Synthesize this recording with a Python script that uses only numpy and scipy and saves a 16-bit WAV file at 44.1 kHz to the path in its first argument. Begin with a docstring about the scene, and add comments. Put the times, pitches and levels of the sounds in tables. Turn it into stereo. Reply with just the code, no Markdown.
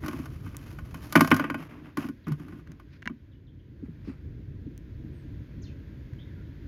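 """On a reedy bank, over a distant rumble and hiss, an angler rummages at a plastic tackle box: it scrapes,
knocks and ticks. The rumble sinks as the metal lid swings over, slams and bounces on its rattling hinge.
A few small birds start to whistle. A cup of water thuds down on the hollow box, and its thin wall clicks
as it is let go. A sleeve brushes past, and fingers dip in for bait with tiny splashes while the cup
bumps the box. The rumble swells back and the birds call again."""
import sys
import numpy as np
from scipy import signal
from scipy.fft import rfft, irfft, next_fast_len
from scipy.io import wavfile

SR = 44100
rng = np.random.default_rng(int(sys.argv[2]) if len(sys.argv) > 2 else 0)


def generate_wav(sig):
    """Save sig (samples, or channels by samples) to the path in sys.argv[1] as 16-bit PCM at SR."""
    pcm = np.round(np.clip(np.atleast_2d(sig).T, -1, 1) * 32767).astype(np.int16)
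    wavfile.write(sys.argv[1], SR, pcm)


N = 294411
TIME = np.arange(N) / SR
RING_TIME = np.arange(SR // 3) / SR   # seconds after a hit


def from_db(db):
    return 10 ** (np.asarray(db) / 20)

def unit_level(x):
    """Scale a sound to an average (rms) level of 1."""
    return x / np.sqrt(np.mean(x ** 2) + 1e-20)

def unit_onset(x):
    """Scale a hit so that its first 20 ms have an average level of 1."""
    return x / np.sqrt(np.mean(x[..., :SR // 50] ** 2) + 1e-20)

def at_hz(curve, hz):
    """Read a curve's value at any pitch."""
    pitches, values = np.transpose(curve)
    return np.interp(np.log(hz + 1e-3), np.log(pitches), values)

def panned(db):
    """Two gains that make the left side db louder than the right."""
    return from_db(np.array([[.5], [-.5]]) * db)

def add(out, start_s, sound):
    """Mix a sound in at its start time."""
    i = max(round(start_s * SR), 0)
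    out[:, i:i + sound.shape[-1]] += sound[..., :N - i]

def gate(start_s, length_s, rise_s=.01, fall_s=.075):
    """Fade in, hold, and fade out by the end of the length."""
    return np.clip(np.minimum((TIME - start_s) / rise_s, (start_s + length_s - TIME) / fall_s), 0, 1)

def swells(peaks, rise_db_per_s, fall_db_per_s):
    """A level that grows to each peak and dies away."""
    return sum(from_db(db - np.maximum(rise_db_per_s * (s - TIME), fall_db_per_s * (TIME - s)))
               for s, db in peaks)

def dying(ring_s):
    """A fade that loses 60 dB in ring_s seconds."""
    return from_db(-60 * RING_TIME / ring_s)

def drift(per_s):
    """A random wobble that takes per_s turns a second."""
    turns = rng.standard_normal(int(N / SR * per_s) + 2)
    return unit_level(np.interp(TIME * per_s, np.arange(len(turns)), turns))

def grains(per_s, spread_db):
    """Tiny kicks of uneven size at random times."""
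    sizes = from_db(spread_db * np.minimum(rng.exponential(1, N), 4)) * rng.choice([-1, 1], N)
    return sizes * (rng.random(N) < per_s / SR)

def through(kicks, ring):
    """Every kick sets off the same ring."""
    return unit_level(signal.fftconvolve(kicks[None], ring, axes=1)[:, :N])

def noise(spectrum, likeness, size, pan=((1, 0), (2, 0)), left_lead_s=0):
    """Shaped stereo noise; likeness is 1 where both ears hear the same, 0 where they are unrelated."""
    hz = np.arange(size // 2 + 1) * SR / size
    mid, side = rfft(rng.standard_normal((2, size)))
    alike = np.clip(at_hz(likeness, hz), -1, 1)
    both = np.sqrt(1 + alike) * mid + np.sqrt(1 - alike) * side * [[1], [-1]]
    both[1] *= np.exp(-2j * np.pi * hz * left_lead_s)
    return unit_level(irfft(both * from_db(at_hz(spectrum, hz)) * panned(at_hz(pan, hz)), size))

def steady(spectrum, likeness, **placing):
    """Noise that lasts the whole scene."""
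    return noise(spectrum, likeness, next_fast_len(N, True), **placing)[:, :N]

# tone of the far rumble and the far hiss: pitch_hz, level_db
RUMBLE_TONE = [(13, -41), (22, -24.5), (43, -4), (92, 0), (112, -3), (135, -2.5), (174, -11.5),
               (229, -13.5), (299, -12), (389, -21.5), (441, -24.5), (491, -29.5), (771, -44), (900, -46.5),
               (1170, -74), (1980, -120)]
HISS_TONE = [(300, -19.5), (550, 5.5), (780, -10.5), (980, 0.5), (1150, -5.5), (1600, 2.5), (2300, -6),
             (2900, -10.5), (3400, -8), (4300, -15.5), (6700, -20.5), (7900, -38.5), (12500, -19.5),
             (16000, -31.5)]
# how alike each is in the two ears: pitch_hz, likeness
RUMBLE_LIKENESS = [(30, 0.9), (130, 0.99), (300, 0.95), (640, 0.96), (1000, .1)]
HISS_LIKENESS = [(700, 0.06), (1600, .55), (3500, 0.73), (9000, .1)]
# how far left the hiss sits: pitch_hz, left_over_right_db
HISS_PAN = [(600, 4.5), (1700, 5.5), (3400, 12.5), (6500, 8), (12000, 2)]
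# loudness of the hiss: time_s, level_db
HISS_LEVELS = [(2.0, -63.5), (3.1, -67), (3.5, -71), (4.0, -64), (4.55, -65), (5.15, -61.5), (6.68, -60.5)]
def outdoors():
    """A lumpy far rumble with one long lull, under a smooth hiss from the left."""
    lull_db = -9 * gate(start_s=.91, length_s=3.37, rise_s=.7, fall_s=.89)
    rumble = from_db(-41 + lull_db + 1.2 * drift(20)) * steady(RUMBLE_TONE, RUMBLE_LIKENESS)
    rumble = signal.sosfilt(signal.butter(3, 33, "high", fs=SR, output="sos"), rumble)
    hiss_db = np.interp(TIME, *np.transpose(HISS_LEVELS))
    hiss = steady(HISS_TONE, HISS_LIKENESS, pan=HISS_PAN, left_lead_s=.00043)
    return rumble + from_db(hiss_db) * hiss

# where nearby sounds sit: pitch_hz, left_over_right_db
NEAR_PAN = [(170, -2), (300, 0.5), (450, -0.5), (700, -9), (1200, -2), (2200, -8), (3000, 4.5), (4700, -1),
            (8000, 4), (15000, 3)]
def struck(notes, damping=1, swell_cycles=.56):
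    """A struck thing rings at its own notes, low ones building up last; more damping cuts them short."""
    out = 0
    for k, (hz, db, ring_s) in enumerate(notes):
        strength = (-1) ** k * from_db(db + 2 * rng.standard_normal())   # no two hits are the same
        swell = 1 - np.exp(-(RING_TIME * hz / swell_cycles) ** 2)
        note = swell * dying(ring_s / damping) * np.sin(2 * np.pi * hz * RING_TIME)
        out = out + strength * panned(at_hz(NEAR_PAN, hz)) * note
    return unit_onset(out)

# how alike nearby sounds are in the two ears: pitch_hz, likeness
NEAR_LIKENESS = [(300, 0.68), (700, 0.37), (1300, 0.88), (2300, 0.1), (16000, 0.066)]
def burst(spectrum, ring_s, tail_db, tail_s):
    """Countless close notes blur into noise that dies fast and leaves a weak, longer tail."""
    fade = dying(ring_s) + from_db(tail_db) * dying(tail_s)
    return unit_onset(noise(spectrum, NEAR_LIKENESS, len(RING_TIME), NEAR_PAN) * fade)

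def favouring(notes, near_hz, boost_db):
    """The spot that is struck brings out the notes near one pitch."""
    return [(hz, db + boost_db * np.exp(-(np.log2(hz / near_hz) / .33) ** 2), ring_s)
            for hz, db, ring_s in notes]

# the notes of the plastic box: pitch_hz, level_db, ring_s
BOX_NOTES = [(102, -14, 0.22), (149.2, -17, 0.28), (167, -9.5, 0.18), (227, -9.5, 0.18), (259, -10.5, 0.18),
             (282.5, -0.5, 0.086), (305, 1, 0.041), (357.5, -13, 0.13), (413, -19, .08)]
def box_thump(damping, near_hz, boost_db):
    """The hollow box takes a few vibrations to get moving."""
    return struck(favouring(BOX_NOTES, near_hz, boost_db), damping, swell_cycles=.82)

# the clear notes of the metal lid: pitch_hz, level_db, ring_s
LID_NOTES = [(600, -14.5, 0.1), (660, -18, 0.21), (893, -13, 0.053), (1072.6, -1.5, 0.09),
             (1196, 0.5, 0.071), (1469, 1.5, .08), (1578, -4.5, 0.11), (1845, -5, 0.054), (1925, -3, .08),
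             (2193, -2.5, 0.052), (2330, -7.5, .07), (2526, -10.5, 0.11), (2920, -15, 0.064),
             (3037, -15, 0.085), (3109, -15.5, 0.055), (4750, -18.5, .06), (4863, -19, 0.12)]
# tone of the lid's many blurred notes: pitch_hz, level_db
CLANG_TONE = [(300, -19), (450, -1), (800, -4.5), (1150, 1), (1340, -3.5), (1750, -2.5), (2200, -5),
              (2800, -11.5), (3500, -20.5), (5000, -39.5)]
def lid_clang(damping, near_hz):
    """The lid's clear notes ring over a short burst of blurred ones."""
    clear = struck(favouring(LID_NOTES, near_hz, boost_db=2.5), damping)
    return unit_onset(clear + burst(CLANG_TONE, ring_s=.036, tail_db=-24, tail_s=.2))

# tone of hard surfaces meeting: pitch_hz, level_db
CRACK_TONE = [(1500, -18.5), (3200, -2), (4800, 2.5), (6900, -2), (7700, -11.5), (8600, -14.5), (10300, 0),
              (13000, -1), (16000, -13.5)]
def contact(clang_db, thump_db, crack_db, clang_hz, thump_hz, damping):
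    """Each hit cracks, thumps the box and rings the lid."""
    crack = from_db(crack_db) * burst(CRACK_TONE, ring_s=.029, tail_db=-24.5, tail_s=.36)
    thump = from_db(thump_db) * box_thump(damping, thump_hz, boost_db=7)
    clang = from_db(clang_db) * lid_clang(damping, clang_hz)
    return (crack + thump + clang) * (1 - dying(.0059))   # the surface gives a little before it bites

def sliding(clang_gain, hiss_gain):
    """Tiny slips ring the hand-muffled lid over a gritty hiss; its free edge sings faintly."""
    catching = from_db(2 * drift(35) + 2 * drift(400))
    slips = grains(per_s=1800, spread_db=6) * catching
    muffled = through(slips, struck(LID_NOTES, damping=14))
    edge = through(slips, struck(favouring(LID_NOTES, near_hz=3100, boost_db=14), damping=1.1))
    grit = unit_level(catching * steady(CLANG_TONE, NEAR_LIKENESS, pan=NEAR_PAN))
    hiss = unit_level(catching * steady(CRACK_TONE, NEAR_LIKENESS, pan=NEAR_PAN))
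    clang = unit_level(muffled + from_db(6.5) * grit)
    return clang_gain * clang + hiss_gain * (hiss + from_db(-4.5) * edge)

# rod, lid and cup slide over the box: start_s, length_s, clang_db, hiss_db, drum_db
SCRAPES = [(0.0, 1.25, -56, -62, -71), (0.35, 0.033, -64, -83, -51), (0.019, 0.12, -45, -59, -38),
           (0.123, 0.17, -51, -61, -45), (0.657, 0.08, -54, -59.5, -60), (1.015, 0.15, -54, -57, -53),
           (1.33, 0.24, -43, -76, -38.5), (1.571, 0.12, -44.5, -58, -39), (1.686, 0.27, -53.5, -72, -45.5),
           (1.966, 0.14, -42, -53, -44.5), (2.266, 0.1, -44.5, -65.5, -38),
           (2.375, 0.28, -59.5, -71, -44.5), (2.659, 0.13, -60.5, -83, -47)]
def scrapes():
    """Each scrape bites quickly, eases off and stops; its slips ring the lid and drum on the box."""
    clang_gain, hiss_gain = 0, 0
    drum_gain = from_db(-60) * gate(0, length_s=3.25)   # hands drum faintly until the cup is let go
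    for start_s, length_s, clang_db, hiss_db, drum_db in SCRAPES:
        easing_db = -2.5 * np.clip((TIME - start_s) / length_s, 0, 1)
        stroke = gate(start_s, length_s) * from_db(easing_db)
        clang_gain = clang_gain + from_db(clang_db) * stroke
        hiss_gain = hiss_gain + from_db(hiss_db) * stroke
        drum_gain = np.maximum(drum_gain, from_db(drum_db) * stroke)
    drumming = through(grains(per_s=3200, spread_db=4.5), struck(BOX_NOTES, damping=1.3))
    hand_pressure = from_db(drift(22))
    return drum_gain * drumming + hand_pressure * sliding(clang_gain, hiss_gain)

# hand, rod and cup knock against the box: start_s, clang_db, thump_db, crack_db, thump_hz
KNOCKS = [(0.036, -41, -41.5, -63, 244), (0.061, -40.5, -43, -45, 257), (0.081, -34, -34.5, -42.5, 320),
          (0.131, -43, -35, -61, 250), (0.188, -48, -34, -56, 159), (0.256, -46, -53, -55, 166),
          (0.463, -47, -43, -69, 159), (0.545, -49, -62, -63, 132), (0.786, -43, -51.5, -59.5, 169),
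          (0.943, -41.5, -43.5, -50.5, 159), (1.971, -32, -26.5, -43, 328), (2.041, -46, -33.5, -63, 237),
          (2.086, -45, -33, -54, 240), (2.268, -43, -30.5, -62, 186), (2.281, -44.5, -34, -55, 323),
          (2.319, -43.5, -41, -51, 148), (2.396, -53.5, -41, -68, 155), (2.482, -53, -51, -65, 283),
          (2.523, -51, -42.5, -70, 214), (2.593, -58, -59, -80, 150), (2.797, -52, -55, -66, 315),
          (3.096, -50.5, -36, -75, 241)]
def knocks():
    """Light knocks land on different spots of the box."""
    out = np.zeros((2, N))
    for start_s, clang_db, thump_db, crack_db, thump_hz in KNOCKS:
        knock = contact(clang_db, thump_db, crack_db, clang_hz=1111, thump_hz=thump_hz, damping=1)
        add(out, start_s, knock)
    return out

# sharp ticks of small tackle: start_s, peak_db
TICKS = [(0.568, -21), (2.719, -50), (4.778, -33.5)]
def tackle_ticks():
    """Hard little snaps, over in a millisecond or two."""
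    out = np.zeros((2, N))
    for start_s, peak_db in TICKS:
        snap = burst([(800, -20), (2500, -3), (6500, 0), (16000, -5)], ring_s=.002, tail_db=-38, tail_s=.12)
        add(out, start_s, from_db(peak_db) * snap / np.abs(snap).max())
    return out

# the loose hinge rattles: start_s, clang_db, crack_db
HINGE_RATTLES = [(1.124, -35.5, -35.5), (1.245, -28, -41), (1.274, -32.5, -39), (1.305, -33.5, -41.5),
                 (1.342, -31, -37), (1.364, -31.5, -37)]
# the lid lands and bounces: start_s, clang_db, crack_db, clang_hz
LID_BLOWS = [(1.154, -11.5, -29, 1190), (1.160, -20, -31, 1080), (1.172, -22, -41, 1100),
             (1.193, -27.5, -44, 1580), (1.207, -15.5, -26, 1010), (1.314, -13, -34, 1490),
             (1.395, -25, -45, 1170), (1.44, -29, -56, 1420), (1.499, -28.5, -48.5, 1290),
             (1.543, -30.5, -50.5, 1550)]
def lid_slam():
    """The lid slams and bounces on its rattling hinge; harder blows shake the box more."""
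    out = np.zeros((2, N))
    for start_s, db, crack_db in HINGE_RATTLES:
        add(out, start_s, contact(db, db - 11.5, crack_db, clang_hz=1533, thump_hz=184, damping=.93))
    for start_s, db, crack_db, clang_hz in LID_BLOWS:
        add(out, start_s, contact(db, db - 3, crack_db, clang_hz, thump_hz=289, damping=.92))
    return out

# small birds chirp: start_s, length_s, from_hz, toward_hz, level_db
CHIRPS = [(2.239, 0.035, 4800, 2800, -62.5), (3.315, 0.048, 3920, 2760, -68),
          (3.467, 0.033, 3854, 2950, -65), (3.588, .03, 3700, 2920, -68), (5.128, 0.096, 9500, 8200, -79),
          (5.619, 0.093, 7380, 2065, -56), (6.185, 0.05, 3040, 3600, -55.5),
          (6.273, 0.15, 2300, 1303, -61.5)]
def birds():
    """Thin whistles off to the left glide fast, then settle; reeds and bank scatter them."""
    song = np.zeros((1, N))
    for start_s, length_s, from_hz, toward_hz, db in CHIRPS:
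        t = np.arange(int(length_s * SR)) / SR
        hz = toward_hz + (from_hz - toward_hz) * np.exp(-2.8 * t / length_s)
        hz *= 1 + .047 * drift(458)[:len(t)]   # a quick quiver in pitch
        soft_ends = np.minimum(np.minimum(t, length_s - t) / .0045, 1)
        level = from_db(db - 6 * t / length_s) * soft_ends
        add(song, start_s, level * np.sin(2 * np.pi * np.cumsum(hz) / SR))
    scatter = rng.standard_normal((2, len(RING_TIME))) * dying(.33)
    echo = signal.fftconvolve(song, scatter / np.linalg.norm(scatter[0]), axes=1)[:, :N]
    return panned(db=8) * (from_db(-2) * song + from_db(-1) * echo)

# the notes of the cup's water-laden base and of its wall: pitch_hz, level_db, ring_s
CUP_BASE_NOTES = [(146, 4.5, 0.12), (222, -6, 0.075)]
CUP_WALL_NOTES = [(674, -9.5, 0.0095), (1000, -16, 0.04), (1570, 7.5, 0.01), (1963, 9.5, 0.012),
                  (2280, -15, 0.052), (2767, -8, 0.019), (3900, -34, 0.02), (4470, -7.5, 0.014)]
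# the cup's wall clicks: start_s, peak_db, snap_db
CUP_CLICKS = [(2.6735, -37, -71), (2.718, -38, -59.5), (3.022, -33, -65.5), (3.0264, -26, -70),
              (3.057, -21.5, -61), (3.062, -22, -71), (3.075, -8.5, -54.5), (4.0932, -48, -84),
              (6.1342, -40, -70.5)]
# the cup bumps the box: start_s, level_db, thump_hz
CUP_PUSHES = [(3.060, -38, 208), (3.825, -36, 257), (3.882, -39.5, 147), (4.074, -34, 255),
              (4.089, -36, 238), (4.665, -38.5, 271), (5.037, -41.5, 127.3)]
def cup():
    """The full cup lands with a thud, its thin wall buckles with dry clicks, and pushes thump the box."""
    out = np.zeros((2, N))
    landing = from_db(-27) * struck(CUP_BASE_NOTES, swell_cycles=2.6)
    add(out, start_s=2.304, sound=landing)
    snap_tone = [(1000, -10), (3000, 0), (6500, -2), (8200, -20), (11500, -10), (16000, -22)]
    for start_s, peak_db, snap_db in CUP_CLICKS:
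        wall = struck(CUP_WALL_NOTES)
        snap = burst(snap_tone, ring_s=.012, tail_db=-22, tail_s=.08)
        add(out, start_s, from_db(peak_db) * wall / np.abs(wall).max() + from_db(snap_db) * snap)
    for start_s, db, thump_hz in CUP_PUSHES:
        add(out, start_s, from_db(db) * box_thump(damping=2.22, near_hz=thump_hz, boost_db=10.5))
    return out

# sleeve and skin brush past the cup: peak_s, level_db
BRUSHES = [(2.94, -57.5), (4.085, -56.5)]
def brushing():
    """Cloth and skin slide softly, too lightly to ring the box."""
    tone = [(400, -21), (1200, 0), (2300, 6), (3300, -4), (5000, -2), (6800, -18), (8200, -34),
            (11000, -21.5), (16000, -32.5)]
    swish = steady(tone, NEAR_LIKENESS) * from_db(2.4 * drift(150))
    return swells(BRUSHES, rise_db_per_s=350, fall_db_per_s=329.5) * swish

# fingers dip into the water: peak_s, level_db
DIPS = [(3.86, -63), (4.1, -53.5)]
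def water():
    """A brief fizz of tiny splashes as the fingers go in."""
    tone = [(300, -8), (600, 7), (1200, 0), (2300, 2.5), (4000, -9), (8000, -21), (10000, -19),
            (16000, -30)]
    splash = burst(tone, ring_s=.01, tail_db=-33, tail_s=.037)
    fizz = through(grains(per_s=700, spread_db=4), splash)
    return swells(DIPS, rise_db_per_s=260.5, fall_db_per_s=182) * fizz

def from_right(sound, lag_s, above_hz):
    """Lows reach both sides together through the box; highs come by air and reach the left late."""
    size = next_fast_len(N + SR // 10, True)
    hz = np.arange(size // 2 + 1) * SR / size
    delay_s = lag_s * hz ** 4 / (hz ** 4 + above_hz ** 4)
    left = irfft(rfft(sound[0], size) * np.exp(-2j * np.pi * hz * delay_s), size)[:N]
    return np.array([left, sound[1]])

def scene():
    """The box sits close by on the right, with the open bank all around."""
    box = from_right(scrapes() + knocks() + lid_slam() + cup(), lag_s=.00033, above_hz=1570)
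    return outdoors() + box + tackle_ticks() + birds() + brushing() + water()

def record(dry):
    """Round off the loudest peaks and cut the very highest treble."""
    rounded = 1.2 * np.tanh(dry / 1.2)
    return signal.sosfiltfilt(signal.butter(18, 16200, fs=SR, output="sos"), rounded)


dry = scene()
out = record(dry)
generate_wav(out)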